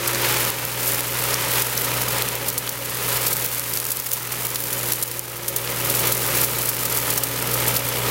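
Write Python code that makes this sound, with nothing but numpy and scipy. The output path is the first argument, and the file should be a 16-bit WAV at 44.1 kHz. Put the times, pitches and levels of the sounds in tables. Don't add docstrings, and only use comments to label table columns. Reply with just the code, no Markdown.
import sys
import numpy as np
from scipy import signal
from scipy.fft import rfft, irfft
from scipy.io import wavfile
from scipy.ndimage import uniform_filter1d, minimum_filter1d

SR = 44100
rng = np.random.default_rng(int(sys.argv[2]) if len(sys.argv) > 2 else 0)


def log_audio(samples):
    frames = np.atleast_2d(samples).T
    limited = np.clip(frames, -1, 1)
    pcm = np.round(limited * 32767).astype(np.int16)
    wavfile.write(sys.argv[1], SR, pcm)


N = 357210
TIME = np.arange(N) / SR


def undb(db):
    return 10 ** (np.asarray(db) / 20)


def unit(x):
    return x / np.sqrt(np.mean(x ** 2))


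def curves(table):
    times, *columns = np.transpose(table)
    return [np.interp(TIME, times, column) for column in columns]


def walk(rate):
    knots = rng.standard_normal(int(N / SR * rate) + 2)
    return unit(np.interp(TIME * rate, np.arange(len(knots)), knots))


def colour(x, points):
    hz, db = np.transpose(points)
    freqs = np.maximum(np.arange(N // 2 + 1) * SR / N, 1)
    gains = unit(undb(np.interp(np.log(freqs), np.log(hz), db)))
    return irfft(rfft(x) * gains, N)


def resonate(x, hz, width):
    return signal.lfilter(*signal.iirpeak(hz, hz / width, fs=SR), x)


def turns(hz, wander):
    return np.cumsum(hz * (1 + wander * walk(10))) / SR


def crackle(per_s, spread_db):
    breaks = rng.random(N) < per_s / SR
    size = undb(spread_db * np.minimum(rng.standard_normal(N), 2.6))
    return unit(breaks * size * np.sign(rng.standard_normal(N)))


def strikes(table):
    times, db = np.transpose(table)
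    return np.bincount((times * SR).astype(int), undb(db), N)[:N]


def fade(hits, decay_s):
    return signal.lfilter([1], [1, -np.exp(-1 / (decay_s * SR))], hits + 1e-18)


def splinter(cracks):
    tails = .13 * fade(cracks, decay_s=.0003) + .035 * fade(cracks, decay_s=.002)
    return cracks + np.r_[0, tails[:-1]] * rng.standard_normal(N)


def diesel():
    # (multiple of the engine's cycle rate, level [dB])
    exhaust_tones = [(3, -10.5), (6, 2), (15, -15.5), (18, -13.5), (20, -10), (21, -10.5), (23, -11),
                     (24, -10), (27, -7.5), (30, -13.5), (33, -17.5), (36, -17), (40, -21), (42, -14.5),
                     (50, -21.5)]
    # (frequency [Hz], level [dB])
    clatter_shape = [(30, -39), (75, -6.5), (110, -4), (155, 4), (215, -1), (330, -2.5), (400, 1),
                     (520, 3.5), (720, -6), (980, 1), (1100, -34), (3000, -19)]
    # (frequency [Hz], level [dB])
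    knock_shape = [(700, -35), (1060, -7), (1280, 3.5), (1450, -5), (2300, -3.5), (3300, -11),
                   (8000, -18.5), (16000, -17)]
    # (pitch [Hz], width [Hz], level [dB])
    block_rings = [(2900, 40, -12), (3056, 25, -4), (3420, 56, -11)]
    cycle = turns(hz=20.2, wander=.0012)
    hum = 0
    for multiple, db in exhaust_tones:
        flutter_db = 2.4 * min(multiple / 20, 1) ** 2 * walk(10)
        phase = 2 * np.pi * (round(multiple) * cycle + rng.random())
        hum = hum + undb(db + flutter_db) * np.sqrt(2) * np.cos(phase)
    strength = 1 + .22 * np.cos(2 * np.pi * cycle)
    firing = (.25 + np.exp(-(3 * cycle % 1) / .3)) * strength
    blows = unit(firing * rng.standard_normal(N))
    clatter = colour(unit((1.3 + firing) * rng.standard_normal(N)), clatter_shape)
    block = unit(sum(undb(db) * resonate(blows, hz, width) for hz, width, db in block_rings))
    return undb(-2.5) * hum + undb(0.5) * clatter + colour(blows, knock_shape) + undb(-13.5) * block


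def fan():
    phase = 2 * np.pi * turns(hz=277.7, wander=.0012)
    tone = undb(-9.5 + 2.5 * walk(6)) * np.sin(phase)
    octave = undb(-8.5 + 2.8 * walk(10)) * np.sin(2 * phase)
    return tone + octave


def hydraulics():
    # (time [s], pitch [Hz], level [dB])
    whine = [(0, 350.4, -1), (.25, 352, -2.5), (.6, 345, -13), (3.4, 369.6, -38), (4, 356, -12),
             (5.4, 352, -5.5), (6.4, 356, -10.5), (7.1, 351.5, -24)]
    hz, db = curves(whine)
    return undb(db) * np.sqrt(2) * np.sin(2 * np.pi * turns(hz, wander=0.0028))


def hood():
    # (time [s], level [dB])
    rush_levels = [(0, -22.5), (.27, -19.5), (.6, -22), (1.1, -23.5), (1.3, -21.5), (1.56, -21),
                   (1.85, -24.5), (2.5, -24.5), (2.95, -24), (3.15, -20), (3.3, -24), (4.1, -22.5),
                   (4.85, -25.5), (5.7, -25), (6.02, -24.5), (6.5, -25), (7.3, -25.5), (8.1, -25)]
    # (frequency [Hz], level [dB])
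    hood_shape = [(130, -18), (400, -7), (720, -4.5), (950, 3.5), (1100, 1), (2400, 1), (3600, -2.5),
                  (8000, -8), (16000, -11)]
    rush_db = curves(rush_levels)[0]
    patter = crackle(per_s=7000, spread_db=2.5)
    gulps = undb(0.66 * walk(30) + 1.53 * walk(170))
    return undb(rush_db) * colour(unit(patter * gulps), hood_shape)


def shredding(hiss_db):
    sweep = 1 + .13 * np.cos(2 * np.pi * turns(hz=44.2, wander=.025))
    bites = (rng.random(N) < 150 / SR) * rng.random(N)
    clumps = 1 + 1.8 * fade(bites, decay_s=0.003)
    return undb(hiss_db) * unit(sweep * clumps * crackle(per_s=14000, spread_db=6.0))


def thin_stems(hiss_db):
    return (rng.random(N) < 40 / SR) * undb(hiss_db + 22.0 - 9.2 * rng.random(N))


def tufts():
    # (time [s], level [dB])
    tears = [(0.074, -1.5), (0.876, -4), (1.185, -8), (1.62, -1.0), (1.843, -8.0), (2.014, -10),
             (2.082, -7.5), (2.484, -0.5), (2.579, 1.5), (2.69, -4), (3.265, 0), (3.328, 1), (3.916, 5),
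             (4.131, 5.5), (4.319, -5), (4.449, -3.5), (4.727, -1.5), (4.919, -1), (5.025, 1.5),
             (5.112, -3.0), (5.48, 0.5), (5.561, 2), (5.897, -4), (5.991, -6), (6.12, -2), (6.442, -2),
             (6.688, 1.5), (6.851, -2.5), (7.101, -4), (7.175, 2.5), (7.234, 0.5), (7.538, -5.5),
             (7.679, -4.5), (7.765, 0), (7.885, -5)]
    pulls = strikes(tears)
    swarm = fade(pulls, decay_s=0.0061) - fade(pulls, decay_s=0.0014)
    return swarm * unit(crackle(per_s=20000, spread_db=3.5) * undb(0.84 * walk(600)))


def woody_stems():
    # (time [s], pitch [Hz], level [dB])
    cracks = [(0.147, 5640, -9), (1.342, 6000, -7.5), (1.777, 5460.0, -8.5), (2.221, 4000.0, -14.5),
              (2.675, 3000.0, -9), (3.772, 4810.0, -6), (4.559, 3295.0, -6), (4.921, 2590.0, -18),
              (5.675, 3280.0, -12), (7.234, 5200.0, -19), (7.764, 5030, -12)]
    fibres = rng.standard_normal(N)
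    return sum(fade(strikes([(time, db)]), decay_s=0.002) * unit(resonate(fibres, hz, width=1600))
               for time, hz, db in cracks)


def thick_stalks():
    # (time [s], level [dB])
    snaps = [(0.325, 7.5), (0.371, 8.5), (0.45, 9), (0.503, 12.5), (0.652, 12), (0.921, 8), (0.935, 8),
             (1.007, 11.5), (1.343, 6.5), (1.528, 6.5), (1.599, 5.0), (1.621, 8.5), (1.777, 9), (2.021, 9),
             (2.185, 7.0), (2.223, 9.5), (2.288, 11), (2.354, 11.5), (2.484, 11), (2.502, 12.5),
             (2.579, 16), (2.693, 14.5), (3.172, 10.5), (3.271, -2), (3.329, 10), (3.368, 12),
             (3.462, 14.5), (3.548, 13.5), (3.596, 16.5), (3.774, 13), (3.801, 16), (3.853, 13),
             (3.906, 15.5), (3.971, 14), (4.0, 16.5), (4.117, 17.5), (4.469, 14), (4.558, 15.0), (4.923, 6),
             (4.935, 14), (5.026, 13), (5.036, 16.5), (5.194, 16.5), (6.376, 2.5), (6.446, 4.5), (6.62, 10),
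             (6.693, 1), (6.987, 9), (7.139, 8), (7.176, 8.0)]
    return strikes(snaps)


def scene():
    # (time [s], level [dB])
    hiss_levels = [(0, -24.5), (.42, -19), (.6, -22.5), (.88, -18), (1.1, -20.5), (1.7, -18.5),
                   (2.13, -23.5), (2.85, -20), (3.25, -16.5), (4.1, -14.5), (4.28, -18), (4.67, -16),
                   (5.35, -21.5), (5.7, -20.5), (6.42, -17.5), (7.1, -19.5), (7.32, -20.5), (8.1, -22)]
    # (frequency [Hz], level [dB])
    grass_shape = [(700, -19), (2200, -20.5), (4200, -7.5), (8500, -3.5), (10500, -0.5), (13000, 1),
                   (16000, 0)]
    swing_from_s, swing_db_per_s = 6.5, 1.07
    engine_db = -29.5 + swing_db_per_s * np.maximum(TIME - swing_from_s, 0)
    machine = undb(engine_db) * (diesel() + fan() + hydraulics()) + hood()
    hiss_db = curves(hiss_levels)[0]
    cutting = shredding(hiss_db) + tufts() + splinter(thin_stems(hiss_db) + thick_stalks())
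    return (machine + colour(cutting, grass_shape) + woody_stems())[None]


def volume_control(x):
    ceiling_db, max_gain_db, recovery_db_per_s = -11.5, -6.5, 14.5
    average_s, drop_s = 0.0008, .004
    power = fade(x ** 2, decay_s=average_s) / (average_s * SR)
    allowed_db = ceiling_db - 10 * np.log10(power)
    climb_db = recovery_db_per_s * TIME
    gain_db = climb_db + np.minimum.accumulate(np.minimum(allowed_db - climb_db, max_gain_db), axis=-1)
    window = int(drop_s * SR)
    smooth_db = uniform_filter1d(minimum_filter1d(gain_db, window), window)
    return x * undb(smooth_db)


def record(dry):
    top_hz = 15850
    treble_cut = signal.ellip(12, .1, 80, top_hz, fs=SR, output="sos")
    return np.clip(signal.sosfilt(treble_cut, volume_control(dry)), -1, 1)


dry = scene()
out = record(dry)
log_audio(out)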